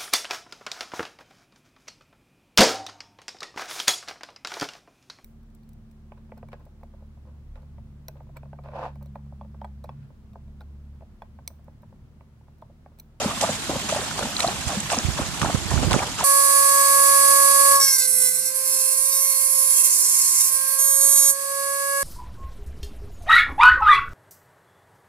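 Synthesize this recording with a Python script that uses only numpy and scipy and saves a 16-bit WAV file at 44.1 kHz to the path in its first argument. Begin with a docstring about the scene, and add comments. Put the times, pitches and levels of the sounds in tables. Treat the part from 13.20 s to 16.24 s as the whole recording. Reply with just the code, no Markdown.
"""Pony cart through flood water

A pony trots through flood water pulling a cart, heard from the seat on a phone with two microphones.
Each step throws a splash of lumpy noise and bubbles over the steady fizz of the wake.
Sliding, dying tones make the glugs, thuds and droplets; short noise bursts make the slaps of water.
Filtered noise and deep single swings are the wind, which buffets the right microphone in growing gusts."""
import sys
import numpy as np
from scipy import signal
from scipy.fft import rfft, irfft
from scipy.io import wavfile
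from scipy.ndimage import uniform_filter1d

SR = 44100
rng = np.random.default_rng(int(sys.argv[2]) if len(sys.argv) > 2 else 0)


def magnitude_from_level(level_db):
    """Linear magnitude for a level in decibels (20 dB per decade)."""
    exponent = np.asarray(level_db, float) / 20
    return 10 ** exponent


def digitize_waveform(pressure):
    """Quantize a signal to 16-bit integers and store it at the path in sys.argv[1].

    Rows of a 2-D input are taken as channels; values are limited to [-1, 1].
    """
    field = np.atleast_2d(pressure).T
    bounded = np.clip(field, -1, 1)
    quanta = np.round(bounded * 32767).astype(np.int16)
    wavfile.write(sys.argv[1], SR, quanta)


N = 134064  # length in samples

# Colour of the wake's fizz. Each row: frequency in Hz, relative level in dB.
WAKE_COLOUR = [(24, -35), (40, -6.5), (209, 1.5), (416, -18.5), (698, -5), (2450, -9), (3220, -7),
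               (5540, -10), (7440, -9), (11900, -27.5), (14500, -41.5)]
# Stereo width of all the noise made by noise(). Each row: frequency in Hz, left-right likeness (1 = same).
STEREO_LIKENESS = [(180, 1), (530, 0.86), (1200, 0.47), (4710, 0.047), (14000, 0.04)]
# Wind rumble on the right port. Each row: time in seconds, level in dB.
WIND_LEVEL = [(1.3, -39), (1.78, -36.5), (1.87, -29.5), (2.14, -33), (2.25, -27.5), (2.41, -31),
              (2.5, -21.5), (2.68, -16.5), (2.78, -25), (2.86, -37)]
# Colour of the wind rumble. Each row: frequency in Hz, relative level in dB.
WIND_COLOUR = [(20, -37), (40, -1), (70, 1.5), (130, -2), (250, -10.5), (400, -14), (1100, -86)]
# Splash of each step. Each row: start in seconds, strength in dB, brightness in dB, fade length in seconds.
STEPS = [(-.002, -28, -4, 0.11), (0.204, -28, 3, 0.11), (0.487, -28, -9, 0.078), (0.684, -30.5, 3, 0.15),
         (0.97, -29, -3.5, 0.079), (1.188, -31.5, 2.5, 0.15), (1.474, -30.5, 0, 0.085),
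         (1.694, -26, 2, 0.1), (1.971, -30, -2, 0.069), (2.21, -26.5, -4.5, 0.12), (2.501, -29.5, -2, 0.11),
         (2.62, -30.5, -2, 0.11), (2.708, -27, -3, 0.14), (2.978, -29, -4, 0.2)]
# Colour of the splashes. Each row: frequency in Hz, relative level in dB.
SPLASH_COLOUR = [(150, -5), (350, -9), (650, -4), (1000, -4), (1600, -9), (3500, -16), (7000, -4.5),
                 (10000, -17.5), (15000, -87)]
# Air pockets closing in the water. Each row: time in seconds, peak in dB, pitch in Hz.
GLUGS = [(.004, -24.5, 584), (.017, -19.5, 723), (0.048, -19.5, 574), (0.11, -21, 1130), (0.237, -12, 662),
         (0.292, -19, 578), (0.495, -22.5, 560), (0.532, -27, 545), (0.558, -23, 545), (0.696, -24, 1200),
         (0.725, -19, 620), (.748, -22.5, 840), (0.762, -19.5, 603), (.771, -22.5, 730), (.785, -25, 744),
         (.912, -24, 1430), (1.192, -20.5, 1340), (1.239, -22.5, 742), (1.245, -10.5, 689),
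         (1.261, -26, 716), (1.285, -17.5, 730), (1.494, -24.5, 760), (1.719, -20.5, 780),
         (1.731, -15.5, 705), (1.767, -24, 746), (2.215, -23.5, 1210), (2.248, -23, 934), (2.291, -24, 810),
         (2.299, -17.5, 704), (2.514, -22.5, 995), (2.629, -22, 570), (2.745, -19.5, 735),
         (2.804, -21.5, 736), (2.82, -24, 920), (2.993, -22, 1290), (3.0098, -17.5, 943),
         (3.031, -19.5, 726)]
# Thuds of the legs. Each row: time in seconds, peak in dB, pitch in Hz, decay scale in cycles.
THUDS = [(0.056, -14, 216, 2.6), (0.289, -26, 211, 5.3), (0.494, -18.5, 318, 2.8), (0.562, -22.5, 212, 2.2),
         (1.043, -27, 236, 6.5), (1.567, -21, 201, 6.2), (1.774, -20, 235, 3.7), (1.997, -16, 236, 1.33),
         (2.295, -25, 254, 2.6), (2.627, -20, 255, 3.3)]
# Water slapping water. Each row: start in seconds, peak of the crack in dB, centre frequency in Hz.
SLAPS = [(.213, -11, 4000), (.991, -12, 700), (1.2039, -7, 3200), (1.701, -15, 1700), (2.216, -10, 1400),
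         (2.628, -18, 1190), (2.71, -11, 2770), (2.7305, -7.5, 2900)]
# Ringing droplets. Each row: time in seconds, cluster level in dB, middle pitch in Hz.
DROPLETS = [(1.164, -14, 4100), (1.181, -16, 7600), (1.203, -12.5, 3780), (1.222, -22, 7060),
            (1.274, -15, 4280), (1.6036, -15, 7060), (1.7853, -8, 6240), (2.788, -23, 2500)]
# Single wind buffets on the right port. Each row: time in seconds, peak in dB, pitch in Hz.
BUFFETS = [(1.466, -13.5, 81.5), (1.846, -9, 76), (1.883, -9.5, 97), (2.014, -14.5, 106),
           (2.219, -12.5, 129), (2.234, -11.5, 159), (2.259, -15, 144), (2.344, -4.5, 134),
           (2.371, -16, 74), (2.537, -7, 115), (2.645, -13, 74.5), (2.669, -12, 155), (2.739, -8, 170),
           (2.761, -4.5, 243)]
# Tonal balance of the two ports for the water. Each row: frequency in Hz, left minus right in dB.
PORT_BALANCE = [(200, 0), (370, 2), (800, -1.5), (1700, -1), (3300, 3), (6000, -4.5), (9200, -12),
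                (14000, -25)]


def evened(x):
    """Scales a signal to an rms of 1."""
    return x / np.sqrt(np.mean(x ** 2) + 1e-20)


def read(points, hz):
    """Reads a frequency table at any frequency, on a logarithmic axis."""
    f, value = np.transpose(points)
    return np.interp(np.log(hz + 1), np.log(f + 1), value)


def curve(points):
    """Draws straight lines through (seconds, value) rows, one value per sample."""
    return np.interp(np.arange(N) / SR, *np.transpose(points))


def add(mix, s, sound):
    """Mixes a sound in at s seconds, trimming what falls outside."""
    start = round(s * SR)
    part = mix[max(start, 0):][:len(sound) + min(start, 0)]
    part += sound[max(-start, 0):][:len(part)]


def noise(colour, patchy_db, flicker_db):
    """Two-channel noise from random short-time spectra with patches and wide flicker, rms 1."""
    frames = N // 128 + 5
    hz = np.fft.rfftfreq(512, 1 / SR)
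    a, b, c, d, patches = rng.standard_normal((frames, 257, 5)).T
    patches = uniform_filter1d(patches, size=8, axis=0)  # smooth across frequency
    patches = evened(uniform_filter1d(patches, size=6, axis=1))  # and across time
    flicker = evened(uniform_filter1d(rng.standard_normal(frames), size=3))
    same = np.clip(read(STEREO_LIKENESS, hz), -1, 1)[:, None]
    left = a + 1j * b
    right = same * left + np.sqrt(1 - same ** 2) * (c + 1j * d)
    level_db = read(colour, hz)[:, None] + patchy_db * patches + flicker_db * flicker
    spectra = np.array([left, right]) * magnitude_from_level(level_db)
    return evened(signal.istft(spectra, nperseg=512, noverlap=384)[1][:, :N])


def bubble(hz, cycles, glide, rise):
    """A swelling and dying tone, peak near 1, sliding up for a positive glide and down for a negative."""
    u = np.arange(0, 1.5 * cycles / hz, 1 / SR) * hz / cycles  # time in units of the decay scale
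    shape = u / (u + rise) * np.exp(-1.2 * u) * (1 - (u / u[-1]) ** 2)
    phase = cycles * (u + glide * (u ** 2 / 2 - u / 2))  # in turns
    return shape / shape.max() * np.sin(2 * np.pi * phase)


def swarm(per_s, lo_hz, hi_hz, cycles, spread_db, width):
    """Random bubbles of 24 sizes, so 24 pitches, scattered left and right."""
    out = np.zeros((2, N))
    for hz in np.geomspace(lo_hz, hi_hz, num=24):
        draw = rng.random((2, N))
        size = np.minimum(rng.exponential(1, N), 4)
        train = (draw[0] < per_s / 24 / SR) * magnitude_from_level(spread_db * size)
        side = width * (2 * draw[1] - 1)
        panned = train * np.array([1 + side, 1 - side])
        out += signal.oaconvolve(panned, bubble(hz, cycles, 0.037, 0.03)[None], axes=1)[:, :N]
    return out


def wake():
    """Wheels and legs stir a steady fizz: noise, fine spray and small bubbles."""
    fizz = magnitude_from_level(-31) * noise(WAKE_COLOUR, 1.56, 1.0)
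    spray = magnitude_from_level(-52.0) * swarm(900, 2270, 10200, 2.7, 4.14, 0.99)
    gurgle = magnitude_from_level(-47.0) * swarm(130, 193.8, 1746, 10.5, 3.7, 0.58)
    return fizz + spray + gurgle


def wind_rumble():
    """Wind over the ports: low noise in slow lumps, nearly all on the right."""
    white = rng.standard_normal((2, N))
    lumps = uniform_filter1d(rng.standard_normal((2, N)), size=500)
    lumps = evened(uniform_filter1d(lumps, size=500))
    colour = magnitude_from_level(read(WIND_COLOUR, np.fft.rfftfreq(N, 1 / SR)))
    rumble = evened(irfft(rfft(white * magnitude_from_level(2.6 * lumps)) * colour, N))
    left_level = magnitude_from_level(-50.5) * np.ones(N)
    return rumble * np.array([left_level, magnitude_from_level(curve(WIND_LEVEL))])


def splashes():
    """Each step: a burst of lumpy noise that fades, the top sooner, with a swarm of bubbles inside."""
    rise_s, split_hz = 0.0074, 1500
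    body, top = np.zeros((2, N))  # envelopes below and above the split
    for s, strength_db, bright_db, length in STEPS:
        t = np.arange(0, 1.4 * length, 1 / SR)
        rise = np.minimum(t / rise_s, 1)
        add(body, s, rise * magnitude_from_level(strength_db - 4 * (t / length) ** 3.8))
        add(top, s, rise * magnitude_from_level(strength_db + bright_db - 15 * t / length))
    water = noise(SPLASH_COLOUR, 3.6, 3.2)
    low = signal.sosfilt(signal.butter(4, split_hz, fs=SR, output="sos"), water)
    high = signal.sosfilt(signal.butter(4, split_hz, "high", fs=SR, output="sos"), water)
    large_bubbles = magnitude_from_level(-11) * swarm(300, 507, 1630, 5.1, 5.3, 0.37)
    small_bubbles = magnitude_from_level(-5.5) * swarm(1800, 2447, 9100, 5.0, 3.86, 1.0)
    return body * (low + large_bubbles) + top * (high + small_bubbles)


def glugs():
    """Single air pockets ring hollow; a smaller pocket rings along and beats with each."""
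    cycles, partner_db = 6.14, -10
    out = np.zeros(N)
    for (s, db, hz), (late, size) in zip(GLUGS, rng.random((len(GLUGS), 2))):
        partner_hz = hz * (1.304 + 0.5 * size)
        add(out, s - 0.001, magnitude_from_level(db) * bubble(hz, cycles, 0.028, 0.073))
        add(out, s + 0.00315 * late, magnitude_from_level(db + partner_db) * bubble(partner_hz, cycles, 0.04, 0.19))
    return out


def thuds():
    """Deep thuds of the legs: low tones that die within a few cycles."""
    out = np.zeros(N)
    for s, db, hz, cycles in THUDS:
        add(out, s + 0.00148, magnitude_from_level(db) * bubble(hz, cycles, 0.033, 0.15))
    return out


def slaps():
    """Brief cracks two octaves wide with a longer puff of spray, partly alike in both ports."""
    crack_t60_s, spray_t60_s, spray_db = 0.009, 0.035, -11
    t = np.arange(0, spray_t60_s, 1 / SR)

    def puff(burst, band_hz, t60_s):
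        """Dies away by 60 dB in t60_s and is band-passed to a peak of 1."""
        band = signal.butter(3, band_hz, "band", fs=SR, output="sos")
        x = signal.sosfilt(band, burst * magnitude_from_level(-60 * t / t60_s))
        return x / abs(x).max()

    out = np.zeros((2, N))
    for s, db, hz in SLAPS:
        left, right, both = rng.standard_normal((3, len(t)))
        burst = np.minimum(t / 0.00072, 1) * (np.array([left, right]) + 0.48 * both)
        crack = puff(burst, [hz / 2, hz * 2], crack_t60_s)
        spray = puff(burst, [4500, 8800], spray_t60_s)
        for channel, part in zip(out, crack + magnitude_from_level(spray_db) * spray):
            add(channel, s, magnitude_from_level(db) * part)
    return out


def droplets():
    """Clusters of three ringing droplets, close in time and pitch."""
    out = np.zeros(N)
    for (s, db, hz), draw in zip(DROPLETS, rng.random((len(DROPLETS), 3, 2))):
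        for late, size in draw:
            ring = bubble(hz * (0.92 + 0.16 * size), 9.0, 0.1, 0.15)
            add(out, s + 14 * late / hz, magnitude_from_level(db - 3) * ring)  # up to 14 cycles late
    return out


def wind_buffets():
    """Single gusts punch the right port: deep swings that slide down and die at once."""
    out = np.zeros((2, N))
    for s, db, hz in BUFFETS:
        add(out[1], s + 0.0019, magnitude_from_level(db) * bubble(hz, 1.1, -0.84, 0.067))
    return out


def through_ports(water):
    """The two ports colour the water differently, and it reaches the right one slightly later."""
    right_lag_s = 7e-5
    hz = np.fft.rfftfreq(N, 1 / SR)
    tilt = read(PORT_BALANCE, hz) / 2  # half the difference up on the left, half down on the right
    lag = np.exp(-2j * np.pi * hz * right_lag_s)
    return irfft(rfft(water) * np.array([magnitude_from_level(tilt), lag * magnitude_from_level(-tilt)]), N)


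def scene():
    """Water through both ports, with wind straight on the microphones."""
    pockets = glugs() + thuds() + droplets()  # the same in both channels
    water = wake() + splashes() + slaps() + pockets
    return through_ports(water) + wind_rumble() + wind_buffets()


def band_limit(x):
    """A steep low-pass at the top of the band."""
    return signal.sosfilt(signal.butter(12, 14630, fs=SR, output="sos"), x)


def record(dry):
    """The microphones lose the deepest bass, and the treble is cut off at 14.6 kHz."""
    bass_cut = signal.butter(2, 40, "high", fs=SR, output="sos")
    treble_cut = signal.firwin(255, 14600, fs=SR)[None]
    mix = signal.oaconvolve(signal.sosfilt(bass_cut, dry), treble_cut, "same", axes=1)
    return band_limit(mix)


dry = scene()
out = record(dry)
digitize_waveform(out)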